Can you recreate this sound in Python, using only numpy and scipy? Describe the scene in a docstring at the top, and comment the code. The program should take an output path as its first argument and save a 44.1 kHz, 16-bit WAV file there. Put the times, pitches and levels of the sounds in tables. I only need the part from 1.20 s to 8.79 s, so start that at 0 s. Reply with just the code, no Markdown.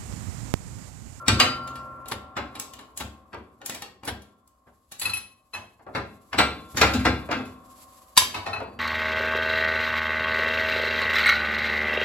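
"""A hand-pumped bottle-jack press slips with two bangs, then its pump linkage clicks and clunks.
The pipe handle is drawn out, knocks on the jack and frame, rings at light taps and clangs onto the bed.
Each blow layers coloured noise, ringing modes, low frame booms and a room tail.
Behind it the return springs hum as beating sines over a noise wash that the heavier blows feed.
A sleeve rustles and the air murmurs: both are coloured stereo noise."""
import sys
import numpy as np
from scipy import signal
from scipy.fft import rfft, irfft, next_fast_len
from scipy.io import wavfile
from scipy.ndimage import map_coordinates

SR = 44100
rng = np.random.default_rng(int(sys.argv[2]) if len(sys.argv) > 2 else 0)


def file_out(sig):
    """Save sig as 16-bit WAV at sys.argv[1]."""
    # one column per channel
    cols = np.atleast_2d(sig).T
    # limit, then scale
    lim = np.clip(cols, -1, 1)
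    pcm = np.round(lim * 32767).astype(np.int16)
    wavfile.write(sys.argv[1], SR, pcm)


N = 334719
TAIL_S = np.arange(int(.75 * SR)) / SR  # time axis of one blow

# Still air, colour: pitch_hz, relative level_db
AIR_COLOUR = [(15, -29.5), (25, 10.5), (76, -6.5), (123, -17.5), (560, -20), (1040, -24), (1940, -32.5),
              (5880, -42), (7920, -37.5), (9320, -44), (10400, -46.5), (13600, -40.5), (16000, -27.5)]
# Sleeve movement before its trim and flutter: start_s, level_db
SLEEVE_MOVES = [(0, -63), (0.6, -68.5), (1.1, -81), (1.6, -74), (2.2, -77.5), (2.7, -87), (3.75, -75),
                (4.7, -78), (5.05, -68), (5.35, -67), (5.7, -49), (6.0, -65.5), (6.4, -66), (6.63, -56),
                (6.93, -64), (7.2, -64.5), (7.59, -77)]
# Cloth, colour: pitch_hz, relative level_db
CLOTH_COLOUR = [(500, -17), (2000, -3.5), (5000, -8), (8000, -6), (12000, 0.5), (16000, -10)]
# Return springs, beating lines: pitch_hz, relative level_db
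SPRING_LINES = [(253.0, -74), (527.6, -63.5), (570.6, -72), (716.0, -79), (759.0, -58.5), (882.9, -70),
                (1023, -80.5), (1071, -52), (1125, -86)]
# Return springs, colour of the close modes: pitch_hz, relative level_db
SPRING_WASH = [(25, -26), (55, -9), (130, -21), (250, -17), (450, -22.5), (620, -6.5), (850, -22),
               (990, -7.5), (1070, 1.5), (1160, -5), (1300, -17.5), (2500, -33), (5000, -67)]

# Blow columns: start_s, strength_db, hardness_db_per_octave, jolt_db (shake of the frame),
# ring_db (against the strength)
# Handle landing on the bed: blow columns
CLANGS = [(6.975, -6, 0.5, -41, -6.5), (7.02, -27.5, -7, -49.5, -2)]
# Handle tapped and ringing freely: blow columns, spot_hz (mode favoured by the spot that is hit)
TAPS = [(3.8145, -27.5, 5.5, -49, -8.5, 4113), (3.8535, -26, 2, -46.5, 2.5, 2570),
        (3.8939, -35.5, 3, -56.5, 5.5, 1360), (3.934, -34.5, 5, -66, 5.5, 2581),
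        (3.9685, -40, 4, -66, 8.5, 10137), (4.335, -33.5, 0.5, -62, -2.5, 1066),
        (4.3449, -29, -1.5, -49, -1.5, 2581), (6.2513, -49.5, 4.5, -50, -0.5, 2581),
        (7.1436, -20, -2, -43, -14, 2581), (7.2616, -20.5, -4, -42, -17, 4113),
        (7.331, -23.5, -5.5, -48.5, -6, 4113), (7.3619, -31.5, -7.5, -49, -4.5, 2581)]
# Handle knocking on the jack and shaking the frame: blow columns
KNOCKS = [(1.1658, -19, -2, -39, -8), (2.13, -29, -4, -44, -10), (3.468, -50, -7.5, -61, -13),
          (4.5938, -49, -7.5, -72, -14), (4.6647, -37.5, -12.5, -56, -12), (4.749, -17, -1.5, -35.5, -10.5),
          (5.1285, -20.5, -1, -36.5, -22), (5.184, -8, 2, -27.5, -0.5), (5.544, -37.5, -3, -30.5, -17),
          (5.569, -16, 4.5, -33, -13), (5.6121, -5, 2, -24, -3.5), (5.7351, -21.5, 4, -27, 0),
          (5.7919, -33.5, 4, -31, 2), (5.851, -10, -0.5, -23.5, -2), (6.088, -27.5, -10, -42, -3),
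          (6.111, -15.5, -1, -36, -3.5), (6.1897, -32, -6, -41, -4.5), (7.4017, -28.5, -8.5, -53.5, -5.5),
          (7.5304, -51, -14.5, -48, -9)]
# Handle wrenched in its socket: start_s, level_db
WRENCHES = [(5.742, -25.5), (5.87, -34), (6.17, -35)]
# Pump linkage taking up its play: start_s, strength_db, hardness_db_per_octave
CLICKS = [(0.4756, -33, -2), (0.5564, -34.5, -2.5), (0.858, -35, -5), (0.884, -43, 5.5),
          (1.3534, -28.5, -3.5), (1.3981, -29, 2.5), (1.5355, -36.5, 0), (1.5902, -33.5, -4.5),
          (1.6106, -43.5, -2.5), (1.7741, -34.5, 4), (2.4157, -33.5, -7.5), (2.4604, -32.5, 4),
          (2.4959, -24, -0.5), (2.5483, -30.5, 0.5), (2.6211, -27.5, -1.5), (2.834, -32.5, -6.5),
          (2.8509, -44, 5.5), (3.0196, -49, 1), (3.2758, -66.5, 5.5), (3.7198, -34.5, 1),
          (3.7962, -37, 5.5)]
# Pump reaching the end of a stroke: blow columns
CLUNKS = [(0.914, -24, -0.012, -44, -10.5), (1.7997, -24, -0.053, -40.5, -10.5),
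          (2.8746, -22, -0.0039, -40, -6)]
# Part slipping under load: blow columns
SLIPS = [(0.0811, -12, 0, -24, -5.5), (0.1997, -8.5, -1, -38, -0.5)]

# Contact and thud colours: pitch_hz, level_db (against the strength; the thud's against the jolt)
CLANG_COLOUR = [(90, -8), (270, -8), (870, 9), (2700, 9), (5000, 3.5), (8700, -1.5), (14000, 4.5)]
TAP_COLOUR = [(90, -6.5), (270, -7), (870, 16), (2700, 8), (5000, -3), (8700, -11.5), (14000, -12.5)]
KNOCK_COLOUR = [(90, -5.5), (270, 1), (870, 13), (1700, 12.5), (2700, 3), (5000, -7), (8700, -19),
                (14000, -19)]
CLICK_COLOUR = [(90, -5), (270, 3.5), (870, 14), (2700, 8.5), (5000, 1), (8700, 1.5), (14000, 0)]
CLUNK_COLOUR = [(90, -6), (270, 7.5), (870, 15), (2700, 7.5), (5000, -4), (8700, -11.5), (14000, -4)]
SLIP_COLOUR = [(90, -12.5), (270, -0.5), (870, 12.5), (2700, 12), (5000, -1), (8700, -6), (14000, -11.5)]
THUD_COLOUR = [(40, 8.5), (87, 23.5), (200, 21.5), (330, 14), (600, 3), (1500, -26.5), (5000, -60)]

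# Modes of each steel piece: pitch_hz, relative level_db, t60_s (before the cap set for the blow)
BED_MODES = [(1020, 6, .24), (1900, -9, .3), (2549, -8, .4), (2797, -8, .3), (3375, -6, .28),
             (3644, 1, .36), (3889, -3, .29), (4760, 1, .3), (5569, -7, .32), (6476, -6, .29),
             (7402, -12, .31), (7642, -10, .31), (8341, -4, .22), (8436, -10, .21), (10131, -6, .45),
             (10344, -14, .4), (10847, 1, .28), (10995, -6, .27), (11281, -6, .27), (12228, -9, .35)]
PIPE_MODES = [(1066, -8, 0.6), (1338, -8, 0.6), (1933, -11, 0.6), (2581, 2, 0.6), (4113, -6, 0.5),
              (5830, -16, 0.45), (10137, -8, 0.58), (10559, -12, 0.6), (10861, -6, 0.6), (11394, -22, 0.55)]
FRAME_MODES = [(310, -9, 0.6), (433, -10, 0.53), (528, -6, 0.53), (619, -9, 0.52), (732, -2, 0.43),
               (832, -6, 0.47), (974, -11, 0.47), (1071, -8, 0.6), (1252, -3, 0.41), (1370, -1, 0.54),
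               (1470, -11, 0.56), (1537, -7, 0.6), (1620, -4, 0.4), (1688, -11, 0.41), (1973, -4, 0.37),
               (2113, -1, 0.37), (2175, -12, 0.39), (2323, -4, 0.41), (2433, -8, 0.42), (2490, -11, 0.46),
               (2606, -6, 0.5), (2807, -8, 0.6), (3311, -13, 0.39), (3513, -15, 0.52), (3644, -18, 0.53),
               (3830, -16, 0.48), (4059, -9, 0.48), (4546, -17, 0.47), (4643, -17, 0.46), (5348, -21, 0.5)]
LINKAGE_MODES = [(1803, -7, 0.2), (2347, -7, 0.2), (2832, -8, 0.2), (3319, -12, 0.2), (3809, -10, 0.2),
                 (4148, -11, 0.2), (5897, -11, 0.2), (7755, -11, 0.2), (8958, -12, 0.11), (9246, -12, 0.2),
                 (10559, 0, 0.1), (11913, -14, 0.2)]
PLATE_MODES = [(253, -14, 0.8), (519, -12, 0.47), (616, -13, 0.57), (735, -7, 0.28), (1082, -10, 0.52),
               (1214, -4, 0.34), (1367, -6, 0.8), (1556, -8, 0.44), (1943, -9, 0.29), (2097, -14, 0.43),
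               (2266, -14, 0.36), (2431, -13, 0.37), (2549, -14, 0.37), (2662, -13, 0.36), (2813, -5, 0.27),
               (3039, -12, 0.47), (3254, -18, 0.35), (3548, -13, 0.32), (3830, -12, 0.32),
               (3976, -16, 0.35), (4089, -16, 0.43), (4751, -4, 0.4), (5760, -19, 0.33), (6823, -19, 0.28)]
# Low modes of the whole frame: pitch_hz, level_db (against the jolt, before the boom trim), t60_s
SWAY_MODES = [(71.7, -6, 0.4), (99, 0.5, 0.24), (124.8, -9.5, 0.29), (206.5, -8, 0.55), (238, -8, 0.37),
              (295, -11.5, 0.21), (345, -12, 0.41)]
# Frame drone under the wrenches: pitch_hz, level_db (against the wrench), t60_s
DRONE_MODES = [(221, -6.5, 0.54), (254.5, 1.5, 0.61)]
# Barely damped notes of the bed, frame and plate: pitch_hz, level_db (against the ring), t60_s
BED_NOTES = [(4600, -37, 1.7)]
FRAME_NOTES = [(1367, -22, 1.08), (1595, -15, 0.48), (1594, -17, 0.39), (3500, -34.5, 0.9)]
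PLATE_NOTES = [(129.5, -31.5, 2.4), (1367, -12, 2.2)]

# Room decay: pitch_hz, t60_s
ROOM_DECAY = [(70, 0.74), (250, 0.71), (1000, 0.36), (3000, 0.39), (7000, 0.32), (14000, 0.28)]
# Stereo width of the direct contact noise: pitch_hz, left_right_likeness (1 is mono)
DIRECT_ALIKE = [(100, 1), (500, 0.76), (2000, 0.53), (8000, 0.22)]
# Stereo width of the room and background noise: pitch_hz, left_right_likeness (1 is mono)
ROOM_ALIKE = [(100, 0.94), (300, 0.92), (700, 0.6), (2000, 0.05), (10000, .2)]
# Microphone colour: pitch_hz, level_db
MICROPHONE = [(25, -31.5), (45, -10), (65, 4), (110, 3), (160, -1.5), (250, 4.5), (600, -7), (2200, -6),
              (3200, -2.5), (4700, 1.5), (6000, -1.5), (8300, 4.5), (11000, -1.5), (16000, -13)]
# Notches of the microphone port: centre_hz, width_hz, depth_db
PORT_DIPS = [(9114, 710, 22), (14360, 650, 16)]

TOP_HZ = 16200  # band limit
CLICK_JOLT_DB, CLICK_RING_DB = -18, -5.5  # against the strength of a click; hardness adds to the ring
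SWAY_LAG_S, SWAY_RISE_S = .018, 0.014  # the heavy frame answers late
FAVOUR_DB, FAVOUR_OCTAVES = 6.5, .3  # lift and width around the favoured pitch
PLATE_AT_START_DB, SPRINGS_AT_START_DB = -19, -45  # both still ring from an earlier slip
SPRING_T60_S, SPRING_RISE_S = 5.48, 0.031
SLIP_TO_SPRING_DB, BLOW_TO_SPRING_DB = -38, -46  # a slip jerks the springs hardest
HARDNESS_PIVOT_HZ = 1500  # the contact colour tilts around this
HIGH_MODE_HZ = 3000  # modes above this follow the hardness of the contact


def amp(db):
    """Decibels to gain."""
    return 10 ** (np.asarray(db) / 20)


def unit(x):
    """Scale to rms 1."""
    return x / np.sqrt(np.mean(x ** 2) + 1e-20)


def along(points, hz):
    """Read a (pitch, value) curve on a log pitch axis."""
    pitch, value = np.transpose(points)
    return np.interp(np.log(hz + 1), np.log(pitch + 1), value)


def curve(rows):
    """Draw (time, value) rows as one value per sample."""
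    return np.interp(np.arange(N) / SR, *np.transpose(rows))


def wobble(rate, size):
    """A smooth random curve, rate knots a second."""
    knots = rng.standard_normal(int(size * rate / SR) + 4)
    return map_coordinates(knots, [np.arange(size) * rate / SR])


def fade(t, t60):
    """Exponential decay, 60 dB down after t60 seconds."""
    return np.exp(-np.log(1000) * t / np.maximum(t60, 1e-3))


def filtered(x, response):
    """Shape x by a response of frequency."""
    size = x.shape[-1]
    padded = next_fast_len(size + 4096)
    spectrum = rfft(x, padded) * response(np.fft.rfftfreq(padded, 1 / SR))
    return irfft(spectrum, padded)[..., :size]


def add(track, start_s, sound):
    """Mix a sound into the track from its start time."""
    start = max(round(start_s * SR), 0)
    track[:, start:start + sound.shape[-1]] += sound[..., :N - start]


def noise(spectrum, alike, size):
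    """Stereo noise with a colour and a left-right likeness, balanced between mid and side."""
    def mid_side(hz):
        turn = np.arccos(np.clip(along(alike, hz), -1, 1)) / 2
        return amp(along(spectrum, hz)) * [np.cos(turn), np.sin(turn)]

    mid, side = filtered(rng.standard_normal((2, size)), mid_side)
    return np.array([mid + side, mid - side])


def placed(x, lead_ms, pan_db):
    """Sound from the left reaches the left port sooner and louder."""
    side = np.array([[.5], [-.5]])
    return filtered(x, lambda hz: amp(side * pan_db) * np.exp(2j * np.pi * hz * side * lead_ms / 1000))


def lingering(kicks, t60, rise_s):
    """Envelope of a resonator that stores the energy of (s, dB) kicks and slowly loses it."""
    start_s, level_db = np.transpose(kicks)
    energy = np.bincount(np.round(start_s * SR).astype(int), amp(level_db) ** 2, N)
    stored = signal.lfilter([1], [1, -fade(1 / SR, t60) ** 2], energy)
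    keep = np.exp(-1 / (rise_s * SR))
    return np.sqrt(signal.lfilter([1 - keep], [1, -keep], stored))


def singing(kicks, modes, rise_s):
    """Barely damped modes sing on after (s, dB) kicks."""
    t = np.arange(N) / SR
    return sum(amp(db) * np.sin(2 * np.pi * hz * t) * lingering(kicks, t60, rise_s)
               for hz, db, t60 in modes)


def notes(table, modes, earlier=()):
    """Each blow kicks the long notes of the steel as hard as it rings."""
    kicks = [(start_s, strength + ring_db) for start_s, strength, _, _, ring_db in table]
    return singing(kicks + list(earlier), modes, rise_s=.003)


def favoured(modes, centre_hz):
    """The spot that is hit drives the modes near one pitch more than the rest."""
    def lift(hz):
        return FAVOUR_DB * np.exp(-(np.log2(hz / centre_hz) / FAVOUR_OCTAVES) ** 2)

    return [(hz, db + lift(hz), t60) for hz, db, t60 in modes]


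def sways(table, favoured_hz, boom_db):
    """Low modes of the whole frame boom in proportion to each jolt."""
    track = np.zeros((2, N))
    hz, db, t60 = np.transpose(favoured(SWAY_MODES, favoured_hz))
    waves = np.sin(2 * np.pi * hz[:, None] * TAIL_S) * fade(TAIL_S, t60[:, None])
    waves *= 1 - np.exp(-TAIL_S / SWAY_RISE_S)
    for start_s, _, _, jolt, _ in table:
        gain = amp(jolt + boom_db + db + rng.standard_normal(len(hz)))
        add(track, start_s + SWAY_LAG_S, gain @ waves)
    return track


def rebounding(table, flight_s, loss_db, softer):
    """Each blow gets a duller second contact, quieter by loss_db (louder if negative)."""
    return table + [(start_s + flight_s, strength - loss_db, hardness - softer, jolt - loss_db, ring_db)
                    for start_s, strength, hardness, jolt, ring_db in table]


def blow_colour(colour, strength, hardness, jolt):
    """A harder contact tilts the colour towards the treble; the jolt adds a thud below it."""
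    hz = np.geomspace(40, 16000, 40)
    octaves = np.maximum(np.log2(hz / HARDNESS_PIVOT_HZ), -1)
    clash = amp(strength + along(colour, hz) + hardness * octaves)
    thud = amp(jolt + along(THUD_COLOUR, hz))
    return np.column_stack([hz, 20 * np.log10(np.hypot(clash, thud))])


def crowded(spectrum, depth_db):
    """Countless short-lived modes cut a colour into peaks and valleys, new for each contact."""
    hz = np.geomspace(630, 17000, 170) - 600
    peaks = depth_db * np.clip(rng.standard_normal(len(hz)), -2, 2) * np.minimum(hz / 500, 1)
    mean_lift_db = 10 * np.log10(np.mean(amp(peaks) ** 2))
    return np.column_stack([hz, along(spectrum, hz) + peaks - mean_lift_db])


def ring(modes, spectrum, longest_s, prompt_db, contact_t60):
    """Modes sound a prompt part while the pieces touch, then ring freely; a dull blow weakens high ones."""
    hz, db, t60 = np.transpose(modes)
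    t = TAIL_S[::64]  # coarse grid for the slow envelopes
    dull = np.minimum(along(spectrum, hz) - along(spectrum, 2700), 0) / 3
    shared_spread = 2 * rng.standard_normal(len(hz))
    side_spread = 2 * rng.standard_normal((2, len(hz)))
    gain = amp(db + dull + shared_spread + side_spread)
    phase, beat_phase = rng.uniform(0, 2 * np.pi, (2, len(hz), 1))
    # each mode stands for a close pair, so it beats at its own rate
    beat_hz = rng.uniform(6, 28, (len(hz), 1))
    beat = 1 + .55 * np.cos(2 * np.pi * beat_hz * t + beat_phase)
    free = beat * fade(t, np.minimum(t60, longest_s)[:, None])
    life = free + amp(prompt_db) * fade(t, contact_t60)
    waves = [np.sin(2 * np.pi * f * TAIL_S + p) * np.interp(TAIL_S, t, envelope)
             for f, p, envelope in zip(hz, phase, life)]
    return gain @ np.array(waves) / np.linalg.norm(amp(db))


def workshop(spectrum, build_s):
    """The room's answer builds up, slowest in the bass, and each pitch dies at its own speed."""
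    hz, t, cells = signal.stft(noise(spectrum, ROOM_ALIKE, len(TAIL_S)), SR, nperseg=256)
    swell = 1 - np.exp(-t / (build_s + 1.8 / (hz[:, None] + 60)))
    decay = fade(t, along(ROOM_DECAY, hz)[:, None])
    return signal.istft(cells * swell * decay, SR, nperseg=256)[1][:, :len(TAIL_S)]


def blows(table, colour, modes, t60, contact_db, snap_db, steel_db, prompt_db, room_db,
          scuff_db, scuff_t60, rise_s, build_s, chatter_db, longest_s):
    """Steel meets steel: a scuff, a bright snap, a chattering clash, the ring of the piece and the room."""
    track, size = np.zeros((2, N)), len(TAIL_S)
    lead = SR // 25  # length of scuff and snap in samples
    for start_s, strength, hardness, jolt, ring_db in table:
        spectrum = blow_colour(colour, strength, hardness, jolt)
        metal = crowded(spectrum, 6)
        chatter = amp(contact_db + chatter_db * wobble(260, size))
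        contact = chatter * noise(metal, DIRECT_ALIKE, size)
        driven = [(hz, db + hardness * np.log2(max(hz / HIGH_MODE_HZ, 1)), life) for hz, db, life in modes]
        steel = amp(strength + ring_db + steel_db) * ring(driven, spectrum, longest_s, prompt_db, t60)
        room = amp(room_db) * workshop(metal, build_s)
        onset = 1 - np.exp(-TAIL_S / rise_s)
        add(track, start_s, (contact * fade(TAIL_S, t60) + steel + room) * onset)
        snap = filtered(contact[:, lead:2 * lead], lambda hz: hz ** 2 / (hz ** 2 + 6000 ** 2))
        add(track, start_s + rise_s, amp(snap_db) * snap * fade(TAIL_S[:lead], 0.023))
        # the scuff swells until the pieces meet
        scuff = contact[:, -lead:] * fade(TAIL_S[:lead], scuff_t60)[::-1]
        add(track, start_s + rise_s - lead / SR, amp(scuff_db) * scuff)
    return track


def still_air():
    """A steady bed of wide noise, weighted to the low bass."""
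    return amp(-66.5) * unit(noise(AIR_COLOUR, ROOM_ALIKE, N))


def sleeve():
    """Cloth brushes unevenly as the arm moves."""
    level_db = curve(SLEEVE_MOVES) + 4.5 + 3.1 * wobble(46, N)
    return amp(level_db) * unit(noise(CLOTH_COLOUR, ROOM_ALIKE, N))


def springs():
    """All blows but the light clicks shake the coils: a few wavering lines hum over a wash of close modes."""
    kicks = [(0, SPRINGS_AT_START_DB)]
    kicks += [(start_s, strength + SLIP_TO_SPRING_DB) for start_s, strength, *_ in SLIPS]
    kicks += [(start_s, strength + BLOW_TO_SPRING_DB)
              for start_s, strength, *_ in CLUNKS + KNOCKS + TAPS + CLANGS]
    t = np.arange(N) / SR

    def line(hz, db):
        level = amp(db) * (1 + 0.32 * wobble(5.2, N))
        return level * np.sin(2 * np.pi * hz * t + 0.27 * wobble(8.5, N))

    lines = unit(sum(line(hz, db) for hz, db in SPRING_LINES))
    wash = unit(noise(SPRING_WASH, ROOM_ALIKE, N))
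    return lingering(kicks, SPRING_T60_S, SPRING_RISE_S) * (amp(5.5) * lines + amp(9.0) * wash)


def clang():
    """The handle lands on the bed beam, which rings and holds one high note."""
    hits = blows(CLANGS, CLANG_COLOUR, BED_MODES, t60=.054, contact_db=-0.5, snap_db=-5, steel_db=-2.5,
                 prompt_db=16.0, room_db=-9.5, scuff_db=-13.5, scuff_t60=0.032, rise_s=0.00067,
                 build_s=.006, chatter_db=4.5, longest_s=.6)
    return hits + notes(CLANGS, BED_NOTES) + sways(CLANGS, favoured_hz=100, boom_db=-1.0)


def taps():
    """The loose pipe handle rings at a light touch, its favoured note set by the spot."""
    hits = sum(blows([blow], TAP_COLOUR, favoured(PIPE_MODES, spot_hz), t60=.06, contact_db=0, snap_db=-1,
                     steel_db=0, prompt_db=13.5, room_db=-3.5, scuff_db=-9.5, scuff_t60=0.028,
                     rise_s=0.0024, build_s=0.0055, chatter_db=4.5, longest_s=0.39)
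               for *blow, spot_hz in TAPS)
    return hits + sways([row[:-1] for row in TAPS], favoured_hz=100.1, boom_db=0.0)


def knocks():
    """The handle strikes the jack, rebounds and rings the frame, which drones when it is wrenched."""
    contacts = rebounding(KNOCKS, flight_s=.014, loss_db=4.5, softer=3.8)
    hits = blows(contacts, KNOCK_COLOUR, FRAME_MODES, t60=.11, contact_db=0.0, snap_db=2, steel_db=-5.5,
                 prompt_db=2, room_db=-6.5, scuff_db=-12, scuff_t60=.035, rise_s=0.0022,
                 build_s=0.0017, chatter_db=1.5, longest_s=0.44)
    drone = singing(WRENCHES, DRONE_MODES, rise_s=0.0067)
    return hits + drone + notes(KNOCKS, FRAME_NOTES) + sways(KNOCKS, favoured_hz=74, boom_db=-2.5)


def pump():
    """The linkage clicks lightly during a stroke and clunks, with a double contact, at its end."""
    light = [(start_s, strength, hardness, strength + CLICK_JOLT_DB, CLICK_RING_DB + hardness)
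             for start_s, strength, hardness in CLICKS]
    clicks = blows(light, CLICK_COLOUR, LINKAGE_MODES, t60=0.043, contact_db=-5, snap_db=11, steel_db=-2,
                   prompt_db=2, room_db=-9, scuff_db=-5.0, scuff_t60=0.03, rise_s=0.00062,
                   build_s=0.0027, chatter_db=2, longest_s=0.19)
    ends = rebounding(CLUNKS, flight_s=0.0067, loss_db=-0.5, softer=1.1)
    clunks = blows(ends, CLUNK_COLOUR, LINKAGE_MODES, t60=0.093, contact_db=-2.5, snap_db=7.5, steel_db=-5,
                   prompt_db=2.5, room_db=-11, scuff_db=-11, scuff_t60=0.057, rise_s=0.0012,
                   build_s=0.0011, chatter_db=4, longest_s=0.12)
    return clicks + clunks + notes(CLUNKS, FRAME_NOTES) + sways(CLUNKS, favoured_hz=72, boom_db=4.0)


def slips():
    """The part gives way with a bang and leaves the bed plate singing."""
    bangs = blows(SLIPS, SLIP_COLOUR, PLATE_MODES, t60=0.079, contact_db=1.5, snap_db=6.0, steel_db=-1.0,
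                  prompt_db=-9.5, room_db=-4.0, scuff_db=-11, scuff_t60=0.038, rise_s=.0008,
                  build_s=.002, chatter_db=2.5, longest_s=.6)
    plate = notes(SLIPS, PLATE_NOTES, earlier=[(0, PLATE_AT_START_DB)])
    return bangs + plate + sways(SLIPS, favoured_hz=100, boom_db=4)


def scene():
    """Mix the air, the sleeve, the clang on the bed and the press, the metal slightly to the left."""
    background = still_air() + sleeve()
    bed = placed(clang(), lead_ms=0.03, pan_db=0.7)
    press = placed(springs() + taps() + knocks() + pump() + slips(), lead_ms=0.066, pan_db=1.3)
    return background + bed + press


def record(dry):
    """The microphone's colour and port dips, overload at full scale, and the band limit."""
    def response(hz):
        dips = sum(depth * np.exp(-((hz - centre) / width) ** 2) for centre, width, depth in PORT_DIPS)
        return amp(along(MICROPHONE, hz) - dips)

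    heard = filtered(dry, response)
    return filtered(np.clip(heard, -1, 1), lambda hz: hz < TOP_HZ)


dry = scene()
out = record(dry)
file_out(out)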